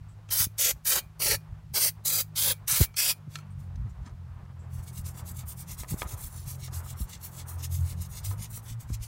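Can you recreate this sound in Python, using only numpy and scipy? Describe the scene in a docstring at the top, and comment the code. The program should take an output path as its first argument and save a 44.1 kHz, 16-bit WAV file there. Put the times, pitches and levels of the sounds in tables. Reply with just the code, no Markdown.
"""Outdoors on a steel trailer a far engine drones and changes speed, traffic washes, wind buffets the
single microphone and a small bird cheeps now and then: shaped noise, sine orders and ringing noise.
First come nine blasts of a spray can on an engine block, noise split into jet, mist, splash and low part.
Taps on the can ring its shell; then a small wire brush scrubs to and fro in dense ticks, and its
wooden back knocks on the block."""
import sys
import numpy as np
from scipy import signal
from scipy.fft import rfft, irfft
from scipy.io import wavfile
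from scipy.ndimage import uniform_filter1d

SR = 44100
rng = np.random.default_rng(int(sys.argv[2]) if len(sys.argv) > 2 else 0)


def store_pcm(level_fs):
    """Save levels as 16-bit WAV."""
    pcm = np.round(np.clip(level_fs, -1, 1) * 32767).astype(np.int16)
    wavfile.write(sys.argv[1], SR, np.atleast_2d(pcm).T)


N = 399977
T = np.arange(N) / SR


def amp(db):
    """Decibels to gain."""
    return 10 ** (np.asarray(db) / 20)


def rms_one(x):
    """Scale to unit rms."""
    return x / np.sqrt(np.mean(x ** 2) + 1e-20)


def in_time(rows):
    """Every column after the first, joined by straight lines in time."""
    s, *columns = np.transpose(rows)
    return [np.interp(T, s, column) for column in columns]


def drift(rate_hz):
    """Slow random wander of rms 1: noise through two equal one-pole low-passes, run at SR / 16."""
    r = np.exp(-2 * np.pi * rate_hz * 16 / SR)
    noise = rng.standard_normal(N // 16 + 4002)
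    slow = signal.lfilter([1], [1, -2 * r, r * r], noise)[4000:]   # skip the filter's start
    return np.interp(np.arange(N) / 16, np.arange(len(slow)), rms_one(slow))


def coloured(x, spectrum):
    """White input given a spectrum, straight lines in dB over log frequency; rms 1."""
    hz = np.fft.rfftfreq(N, 1 / SR) + 1
    point_hz, point_db = np.transpose(spectrum)
    gain = amp(np.interp(np.log(hz), np.log(point_hz), point_db))
    return rms_one(irfft(rfft(x) * gain, N))


def split(x, edges_hz):
    """Parts of a sound between the edges, lowest first, each of rms 1."""
    parts = []
    for hz in edges_hz:
        low = signal.sosfiltfilt(signal.butter(2, hz, fs=SR, output="sos"), x)
        parts.append(rms_one(low))
        x = x - low
    return parts + [rms_one(x)]


def ring(force, hz, t60):
    """A resonance: a unit click sets a sine of height 1 ringing, down 60 dB after t60 seconds."""
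    r, w = amp(-60 / (t60 * SR)), 2 * np.pi * hz / SR
    return signal.lfilter([0, np.sin(w)], [1, -2 * r * np.cos(w), r * r], force + 1e-18)


def scatter(x, spread_db, t60):
    """Small reflections off nearby metal colour the sound finely; the colour shifts as the hand moves on."""
    echoes = amp(spread_db - 60 * np.arange(600) / (t60 * SR)) * rng.standard_normal((3, 600))
    echoes[:, 0] = 1   # direct sound
    moved = np.linspace(0, 2, len(x))
    out = np.zeros(len(x))
    for k, echo in enumerate(echoes):
        fade = np.cos(np.pi / 2 * np.clip(moved - k, -1, 1)) ** 2.06
        out += fade * signal.fftconvolve(x, echo / np.linalg.norm(echo))[:len(x)]
    return out


# Road loudness. Each row: time in seconds, level in dB before the band offsets.
TRAFFIC_LEVEL = [(0.0, -67), (2.75, -64.5), (3.79, -62), (4.92, -59.5), (6.1, -56), (6.5, -58),
                 (7.02, -56.5), (9.07, -59.5)]
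# Road tone. Each row: frequency in Hz, relative level in dB per Hz before the bands are rebalanced.
TRAFFIC_SPECTRUM = [(120, -25.5), (200, 0.5), (333, -9), (372, -9), (455, -16), (786, -16), (846, -15),
                    (1030, -16.5), (1110, -16.5), (1630, -21.5), (2270, -25), (2620, -26), (15700, -40.5)]


def traffic():
    """Tyre roar of a far road, uneven from band to band, fading upward into the hiss of the air."""
    noise = coloured(rng.standard_normal(N), TRAFFIC_SPECTRUM)
    low, body, roar, hiss = split(noise, [400, 800, 2000])
    level_db = in_time(TRAFFIC_LEVEL)[0]
    road = amp(-19 + 4.2 * drift(6.5)) * low
    road += amp(-7 + 2.2 * drift(6)) * body
    road += amp(-4.5 + 2.1 * drift(11)) * roar
    return amp(level_db + 2 * drift(10)) * road + amp(-72.5) * hiss


# Rumble loudness. Each row: time in seconds, level in dB that the gusts swing around.
WIND_LEVEL = [(0.0, -57.5), (.58, -47.5), (1.11, -55.5), (1.72, -50.5), (2.3, -54.5), (2.68, -45),
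              (3.03, -58), (3.84, -45), (4.85, -53.5), (5.33, -48), (5.7, -42), (6.05, -46.5), (7.8, -53),
              (8.18, -42), (9.07, -50.5)]
# Rumble tone. Each row: frequency in Hz, relative level in dB per Hz.
WIND_SPECTRUM = [(12, -57.5), (24, -25.5), (35, -11.5), (55, 5), (80, -2.5), (120, -1.5), (190, -14),
                 (260, -27), (400, -55.5), (1500, -98.5)]
# Single buffets. Each row: crest time in seconds, level in dB before the sharp crest is added,
# frequency at the crest in Hz, length in seconds that scales rise, fall and pitch sag.
BUFFETS = [(.47, -28, 126, 0.014), (.97, -39, 151, 0.011), (1.3, -40, 146, 0.027), (2.502, -34, 125, 0.013),
           (2.807, -21, 174, 0.025), (2.8126, -19.5, 400, .0042), (2.815, -10.5, 100, 0.026),
           (3.278, -34, 146, 0.035), (3.863, -30, 109.6, 0.085), (4.068, -43.5, 250.3, 0.023),
           (5.923, -25, 153, 0.036), (5.943, -21, 138, 0.0068), (6.139, -31.5, 109.6, 0.046),
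           (6.248, -31, 70, 0.028), (7.007, -34, 197, 0.021), (7.017, -23.5, 70, 0.05),
           (7.142, -38, 115, .049), (8.904, -27, 146, .015), (8.92, -25, 78.3, 0.049),
           (9.009, -32.5, 54.6, 0.037)]
BUFFET_SHARPNESS = 0.16   # share of harmonics at the crest


def wind():
    """Lumpy rumble on the microphone port, with single buffets whose pitch sags and whose crest is sharp."""
    rumble = coloured(rng.standard_normal(N), WIND_SPECTRUM)
    out = rumble * amp(in_time(WIND_LEVEL)[0] + 5.8 * drift(14))
    for crest_s, level_db, hz, length in BUFFETS:
        t = T - crest_s
        shape = np.exp(-(t / np.where(t < 0, 0.17 * length, 0.57 * length)) ** 2)
        phase = 2 * np.pi * hz * t * (1 - 0.37 * np.clip(t / length, -1, 1))
        harmonics = np.cos(2 * phase) + 0.23 * np.cos(3 * phase) + 0.18 * np.cos(4 * phase)
        crest = BUFFET_SHARPNESS * shape ** 3 * harmonics
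        out += amp(level_db) * shape * (np.cos(phase) + crest)
    return out


# Engine speed. Each row: time in seconds, firing rate in Hz.
ENGINE_SPEED = [(0, 51.72), (2.5, 51.34), (3.3, 50.28), (3.81, 42.85), (4.6, 42.9), (5.75, 42.38),
                (6.2, 43), (8.08, 43.18), (8.3, 48.36), (8.5, 55.63), (8.85, 56.86), (9.07, 54.5)]
# Engine loudness. Each row: time in seconds, level of order 2 in dB before exhaust and waver,
# tilt toward the higher orders in dB per order.
ENGINE_LEVEL = [(0, -48, -5), (.55, -45, -12), (.7, -63, 8), (1.2, -50, 2.8), (2.5, -46.5, 1.7),
                (2.75, -59, -2), (3.25, -52.5, 8), (3.5, -45, 3.5), (4.25, -46.5, 0.5), (4.6, -44, 0.9),
                (5.75, -46.5, 3.5), (6.1, -71, 9), (6.4, -44.5, 0.8), (6.85, -41.5, -4), (7.1, -53.5, 5),
                (7.45, -44, -1.2), (7.8, -32, -4.5), (8.16, -47.5, 6), (8.3, -33.5, -12.5), (8.5, -49, 6.5),
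                (8.85, -40.5, -12), (9.07, -45, -7)]
# What the exhaust lets out. Each row: frequency in Hz, gain in dB.
EXHAUST = [(84, 0.5), (103, 0), (113, 1), (129, -3.5), (154, -5), (165, -10.5), (172, -13.5), (190, -22.5),
           (208, -27.5), (228, -24)]


def engine():
    """Orders 2 to 4 of the firing rate, each as loud as the exhaust lets it out, wavering over the distance."""
    firing_hz = in_time(ENGINE_SPEED)[0]
    level_db, tilt_db = in_time(ENGINE_LEVEL)
    phase = 2 * np.pi * np.cumsum(firing_hz) / SR + 0.15 * drift(4.4)
    out = np.zeros(N)
    for order in range(2, 5):
        exhaust_db = np.interp(order * firing_hz, *np.transpose(EXHAUST))
        order_db = level_db + (order - 2) * tilt_db + exhaust_db + 3.6 * drift(6.8)
        out += np.sqrt(2) * amp(order_db) * np.sin(order * phase)
    return out


# Bird calls. Each row: start in seconds, length in seconds, pitch in Hz, rms level in dB before the fade.
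CHEEPS = [(0.086, 0.064, 7950, -67), (3.505, 0.041, 8630, -66.5), (3.896, .03, 7180, -67.5),
          (4.592, 0.073, 7640, -68)]


def bird():
    """Thin rough cheeps: noise in a narrow throat resonance, starting sharply and fading."""
    noise = rng.standard_normal(N)
    out = np.zeros(N)
    for start, length, hz, level_db in CHEEPS:
        fade = (T > start) * np.clip(1 - (T - start) / length, 0, 1) ** 0.66
        out += amp(level_db) * rms_one(ring(noise, hz, t60=0.0044)) * fade
    return out


CRACK_LOSS_DB = 3.5   # for each doubling of the contact beyond a millisecond


def blows(events, modes, ring_db, crack_db, crack_t60, crack_hz, longest_t60):
    """A contact is a rough push, short when hard; it rings every mode, as long as the gripping hand
    allows, and cracks in a puff of noise."""
    out, puffs = np.zeros(N), np.zeros(N)
    for s, strike_db, hardness, contact in events:
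        at = round(s * SR)
        force = np.full(SR // 2, 1e-18)
        n = int(contact * SR) + 1
        force[:n] = rng.standard_normal(n) * np.hanning(n + 2)[1:-1]
        force /= np.linalg.norm(force)
        rings = np.zeros(len(force))
        for hz, mode_db, t60 in modes:
            brightness_db = hardness * np.log2(hz / modes[1][0])   # pivots on the second mode
            rings += amp(mode_db + brightness_db) * ring(force, hz, min(t60, longest_t60))
        out[at:at + len(force)] += amp(strike_db + ring_db) * rings[:N - at]
        softness_db = CRACK_LOSS_DB * max(np.log2(contact * 1000 + 1e-9), 0)
        puffs[at] = amp(strike_db + crack_db - softness_db)
    puff = signal.lfilter([1], [1, -amp(-60 / (crack_t60 * SR))], puffs + 1e-18)
    band = signal.butter(2, crack_hz, "band", fs=SR, output="sos")
    return out + puff * rms_one(signal.sosfilt(band, rng.standard_normal(N)))


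# Finger and brush on the can. Each row: time in seconds, strike level in dB before the ring and crack
# offsets, hardness in dB per octave, contact in seconds.
CAN_TAPS = [(.289, -35.5, 5, .0078), (2.941, -41.5, 7, .005), (3.31, -38, 6, 0.15),
            (3.3555, -22.5, 2.5, 0.0025), (3.387, -40.5, -10, 0.0017), (3.7574, -52, 8, 0.00083)]
# Modes of the can's shell. Each row: frequency in Hz, relative level in dB, free 60 dB decay in seconds.
CAN_MODES = [(1336, -1, 0.043), (1733, -12, 0.064), (2300, -11, 0.21), (2440, -12.5, 0.23),
             (2654, 5, 0.0093), (3170, -16, .12), (4250, -13, 0.12), (6100, -12.5, 0.026)]


def can_taps():
    """Light contacts ring the shell of the held can."""
    return blows(CAN_TAPS, CAN_MODES, ring_db=-11.5, crack_db=-4, crack_t60=0.028,
                 crack_hz=[1200, 7000], longest_t60=0.07)


# Wooden brush back on the block. Each row: time in seconds, strike level in dB before the ring and crack
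# offsets, hardness in dB per octave, contact in seconds.
KNOCKS = [(4.045, -44, 2.5, 0.053), (4.453, -46, -4, 0.016), (5.16, -51, 2.2, 0.028),
          (5.427, -40, -5, 0.023), (5.834, -37.5, 4.5, 0.0014), (5.842, -36, -2, .0069),
          (6.0185, -32, 11.5, 0.0031), (6.027, -24.5, -8, .008), (6.038, -32, -7, .042),
          (6.1, -37, -7, 0.031), (6.678, -34.5, -6, 0.012), (6.856, -37, -11, 0.011),
          (8.307, -28, -9, 0.013), (8.322, -25, -20, 0.033), (8.574, -31, -20, 0.011),
          (8.898, -53, 1, 0.0024)]
# Modes of the wooden back. Each row: frequency in Hz, relative level in dB, free 60 dB decay in seconds.
HANDLE_MODES = [(527, -24.5, 0.034), (749, -19, 0.033), (1000, -3, 0.078), (1250, -1.5, 0.061),
                (1745, 2, 0.01), (2160, -4, 0.0045), (3334, -20.5, 0.019)]


def handle_knocks():
    """Knocks ring the wooden back of the held brush."""
    return blows(KNOCKS, HANDLE_MODES, ring_db=-3.5, crack_db=-7, crack_t60=0.019,
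                 crack_hz=[900, 5500], longest_t60=0.04)


# Brush strokes. Each row: fastest moment in seconds, rise in seconds, fall in seconds, level in dB,
# level halfway up in dB against the fastest, dull part in dB against the bright part.
STROKES = [(4.775, 0.068, 0.037, -56, 1.5, -6), (4.879, 0.051, 0.026, -48.5, -13, -4.5),
           (4.985, 0.049, 0.024, -46.5, -.3, -7), (5.068, 0.017, .046, -43.5, -1.5, -5.5),
           (5.195, .052, 0.024, -49.5, 0.5, -4), (5.28, 0.023, 0.038, -43, -3, -9),
           (5.391, 0.039, 0.031, -44.5, -1.5, -7.5), (5.506, 0.038, 0.025, -40.5, -2, -14.5),
           (5.607, .034, 0.026, -42.5, -6, -8.5), (5.717, .037, 0.028, -41.5, -1.5, -8.5),
           (5.808, .028, 0.026, -40, -2, -5.5), (5.908, 0.022, 0.038, -37, -6, -7.5),
           (6.01, 0.034, .029, -40.5, 0.5, -7.5), (6.115, 0.041, 0.029, -40.5, -3, -4),
           (6.243, 0.069, 0.042, -41, -1.5, -9.5), (6.384, 0.08, 0.058, -47, -5.5, -9),
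           (6.499, 0.035, 0.057, -41.5, -2, -6), (6.647, 0.053, 0.03, -43.5, -8.5, -2.5),
           (6.755, 0.029, 0.049, -41.5, -2, -7), (6.901, 0.063, 0.033, -45.5, -6.5, -4.5),
           (7.008, 0.033, 0.039, -40.5, -3.5, -12.5), (7.14, 0.06, 0.026, -46.5, -1, .1),
           (7.239, .024, 0.055, -40.5, -5, -12), (7.398, 0.078, 0.028, -46, -4, -2),
           (7.497, 0.024, 0.064, -43.5, -1.5, -13.5), (7.643, 0.049, 0.021, -38.5, -11.5, 1.5),
           (7.75, 0.038, 0.063, -41, -0.5, -10.5), (7.91, 0.079, 0.026, -43, -7.5, -0.5),
           (8.019, 0.044, 0.051, -46.5, -9, -4.5), (8.176, .076, 0.022, -41, -8, -3.5),
           (8.258, 0.019, 0.083, -41, 1, -4.5), (8.436, 0.054, 0.026, -43.5, -5, -2),
           (8.564, 0.062, .027, -44.5, -1.5, -8.5), (8.708, .076, 0.024, -47, -2, -3.5),
           (8.815, .019, 0.023, -50.5, 2, -5.5), (8.942, 0.046, 0.015, -42, -18.5, .1),
           (9.035, 0.017, 0.031, -43, -3, 0)]
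# Bristles and sleeve brushing past. Each row: the same columns as the strokes.
RUSTLES = [(.293, .004, .025, -58, -9, 16), (3.348, 0.048, 0.058, -56, -1, 1),
           (3.61, 0.031, .058, -67.5, -2, -4), (3.9, .03, .03, -72, -4, 0),
           (4.065, 0.043, 0.039, -64.5, -11, 19)]
# Tone of the wire ticks. Each row: frequency in Hz, relative level in dB per Hz before the split.
BRISTLE_SPECTRUM = [(880, -26.5), (1500, -23.5), (2160, -4), (2430, -10), (2790, -6), (3130, -10.5),
                    (3360, -4.5), (4640, -5.5), (6230, -1.5), (8620, 1), (13500, -1.5), (15700, -2.5)]
BRISTLE_TICKS_PER_S, SNAGS_PER_S = 14000, 250
STROKE_EDGE_DB, HALFWAY_DOWN_DB, TURN_DB_PER_S = -10.5, -3.5, 906
DRAG_DB, DRAG_FADE_DB_PER_S = -52, 590   # faint drag that lingers around each stroke
DULL_SWING_DB_PER_S = 196.5   # slow-starting pulls dig in and dull as they go, quick pushes brighten
HANDLE_FROM_BRISTLES_DB = -20


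def brush():
    """Dense wire ticks swell with the speed of each stroke and nearly stop at the turns."""
    sizes = amp(1.3 * np.minimum(rng.exponential(1, N), 5)) * rng.choice([-1, 1], N)
    ticks = sizes * (rng.random(N) < BRISTLE_TICKS_PER_S / SR)
    dull, bright = split(coloured(ticks, BRISTLE_SPECTRUM), [7000])
    catch = drift(60)   # tufts catch and let go
    dull = dull * amp(0.34 * catch + 2.6 * drift(40))
    bright = bright * amp(0.57 * catch + 2.54 * drift(40))
    out = np.zeros(N)
    for fastest, rise, fall, level_db, up_db, dull_db in RUSTLES + STROKES:
        near = slice(int((fastest - 0.2) * SR), int((fastest + 0.2) * SR))
        t = T[near] - fastest
        speed_db = np.interp(t, [-rise, -rise / 2, 0, fall / 2, fall],
                             [STROKE_EDGE_DB, up_db, 0, HALFWAY_DOWN_DB, STROKE_EDGE_DB])
        outside = np.maximum(-rise - t, 0) + np.maximum(t - fall, 0)   # seconds beyond the stroke
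        gain = amp(level_db + speed_db - TURN_DB_PER_S * outside)
        gain += amp(level_db + DRAG_DB - DRAG_FADE_DB_PER_S * outside)
        swing_db = DULL_SWING_DB_PER_S * (rise - fall) * np.clip(t / (rise + fall), -1, 1)
        dullness = amp(dull_db + swing_db)
        stroke = gain * (bright[near] + dullness * dull[near]) / np.sqrt(1 + dullness ** 2)
        out[near] += scatter(stroke, spread_db=-22, t60=0.028)
    # sparse snags shake the wooden back
    snags = uniform_filter1d(abs(out), size=200) * sizes * (rng.random(N) < SNAGS_PER_S / SR)
    back = sum(amp(mode_db) * ring(snags, hz, t60) for hz, mode_db, t60 in HANDLE_MODES)
    return out + amp(HANDLE_FROM_BRISTLES_DB) * back


# Spray blasts. Each row: moment the valve is fully open in seconds, moment it starts to shut in seconds,
# jet level in dB, then first gasp, mist, splash, low part at first, low part later and can shell, all in
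# dB against the jet except the shell, which is in dB against the splash; delay of the bounce off the
# block and of the reversed bounce in milliseconds.
BLASTS = [(0.309, 0.448, -23, -7, -7, -13, -27.5, -30, -48.5, 0.17, 0.41),
          (0.585, 0.709, -26, -6.5, -1.5, -9.5, -25.5, -15.5, -53, 0.26, 0.22),
          (0.854, 0.988, -24.5, -8, -4, -10, -24, -13, -37, 0.26, 0.38),
          (1.2, 1.351, -27, -9, -2.5, -7, -18, -9, -44.5, 0.19, 0.27),
          (1.743, 1.889, -26, -5, -3, -10, -13, -22, -57, 0.21, 0.27),
          (2.055, 2.214, -26.5, -1.5, -3.5, -12, -25, -21.5, -49.5, .243, 0.36),
          (2.361, 2.52, -26.5, -6.5, -2.5, -8.5, -32, -17, -48.5, 0.264, .411),
          (2.681, 2.845, -26, -2.5, -4.5, -8, -26, -22.5, -43, 0.36, 0.4),
          (2.97, 3.117, -27, -2, -4, -6, -33, -19.5, -47, 0.39, .468)]
# Tone of the spray noise. Each row: frequency in Hz, relative level in dB per Hz before the split.
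JET_SPECTRUM = [(180, -44.5), (300, -22.5), (493, -13), (643, -10), (895, -11.5), (1150, -15.5),
                (1270, -14), (1980, -12.5), (2150, -11), (3660, -11), (4610, -7), (7580, -4), (12000, 4),
                (15700, 5.5)]
VALVE_OPEN_S, LEAK_S, LEAK_DB = 0.01, 0.019, -25.5   # both ramps end at the fully open moment
VALVE_SHUT_DB_PER_S, DRIBBLE_DB, DRIBBLE_DB_PER_S = 1513, -27, 245
FULL_FLOW_S, EASE_OFF_S, EASE_OFF_DB = 0.021, 0.024, -2   # finger presses home, eases off before the shut
MIST_SAG_DB_PER_S, LOW_SHIFT_S = 19, 0.14   # the mist thins while the low part changes level
BORE_HZ, BORE_T60_S, BORE_DB = 570, 0.017, -32.5   # the hollow above the piston hums under the jet
BOUNCE_SHARE, REVERSED_SHARE = 0.17, 0.23


def spray():
    """Turbulent jet in four parts; it leaks, snaps on, shuts fast and dribbles out; the can's shell sings along."""
    noise = coloured(rng.standard_normal(N), JET_SPECTRUM)
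    low, splash, mist, jet = split(noise, [1500, 4500, 9000])
    low = rms_one(low + amp(BORE_DB) * ring(low, BORE_HZ, BORE_T60_S))
    sputter = drift(65)   # droplets make the whole jet flutter
    parts = np.array([part * amp(sputter + 1.8 * drift(31)) for part in (jet, mist, splash, low)])
    out = np.zeros(N)
    for (start, end, jet_db, gasp_db, mist_db, splash_db, low_first_db, low_later_db, shell_db,
         bounce_ms, reversed_ms) in BLASTS:
        near = slice(int((start - 0.05) * SR), int((end + 0.2) * SR))
        t = T[near]
        n = np.arange(len(t))
        flow_db = jet_db + np.interp(t, [start, start + FULL_FLOW_S, end - EASE_OFF_S, end],
                                     [gasp_db, 0, 0, EASE_OFF_DB])
        low_db = np.interp(t, [start, start + LOW_SHIFT_S], [low_first_db, low_later_db])
        thinning_db = mist_db - MIST_SAG_DB_PER_S * (t - start)
        against_jet_db = np.array([0 * t, thinning_db, splash_db + 0 * t, low_db])

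        snap = np.clip((t - start) / VALVE_OPEN_S + 1, 0, 1) ** 2
        leak = amp(LEAK_DB) * np.clip((t - start) / LEAK_S + 1, 0, 1)
        after = np.maximum(t - end, 0)
        closing = amp(-VALVE_SHUT_DB_PER_S * after) + amp(DRIBBLE_DB - DRIBBLE_DB_PER_S * after)
        layers = parts[:, near] * np.maximum(snap, leak) * closing * amp(flow_db + against_jet_db)

        direct = layers.sum(axis=0)
        bounce = BOUNCE_SHARE * np.interp(n - bounce_ms * SR / 1000, n, direct)
        reversed_bounce = REVERSED_SHARE * np.interp(n - reversed_ms * SR / 1000, n, direct)
        shell = sum(amp(shell_db + mode_db) * ring(layers[2], hz, t60)   # driven by the splash layer
                    for hz, mode_db, t60 in CAN_MODES)
        out[near] += scatter(direct + bounce - reversed_bounce, spread_db=-21, t60=0.033) + shell
    return out


def scene():
    """All sources at one microphone, copied to both channels."""
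    background = traffic() + wind() + engine() + bird()
    work = can_taps() + handle_knocks() + brush() + spray()
    return np.tile(background + work, (2, 1))


def record(dry):
    """A steep low-pass cuts the top above 15.8 kHz."""
    return signal.sosfilt(signal.ellip(12, 0.5, 75, 15800, fs=SR, output="sos"), dry)


dry = scene()
out = record(dry)
store_pcm(out)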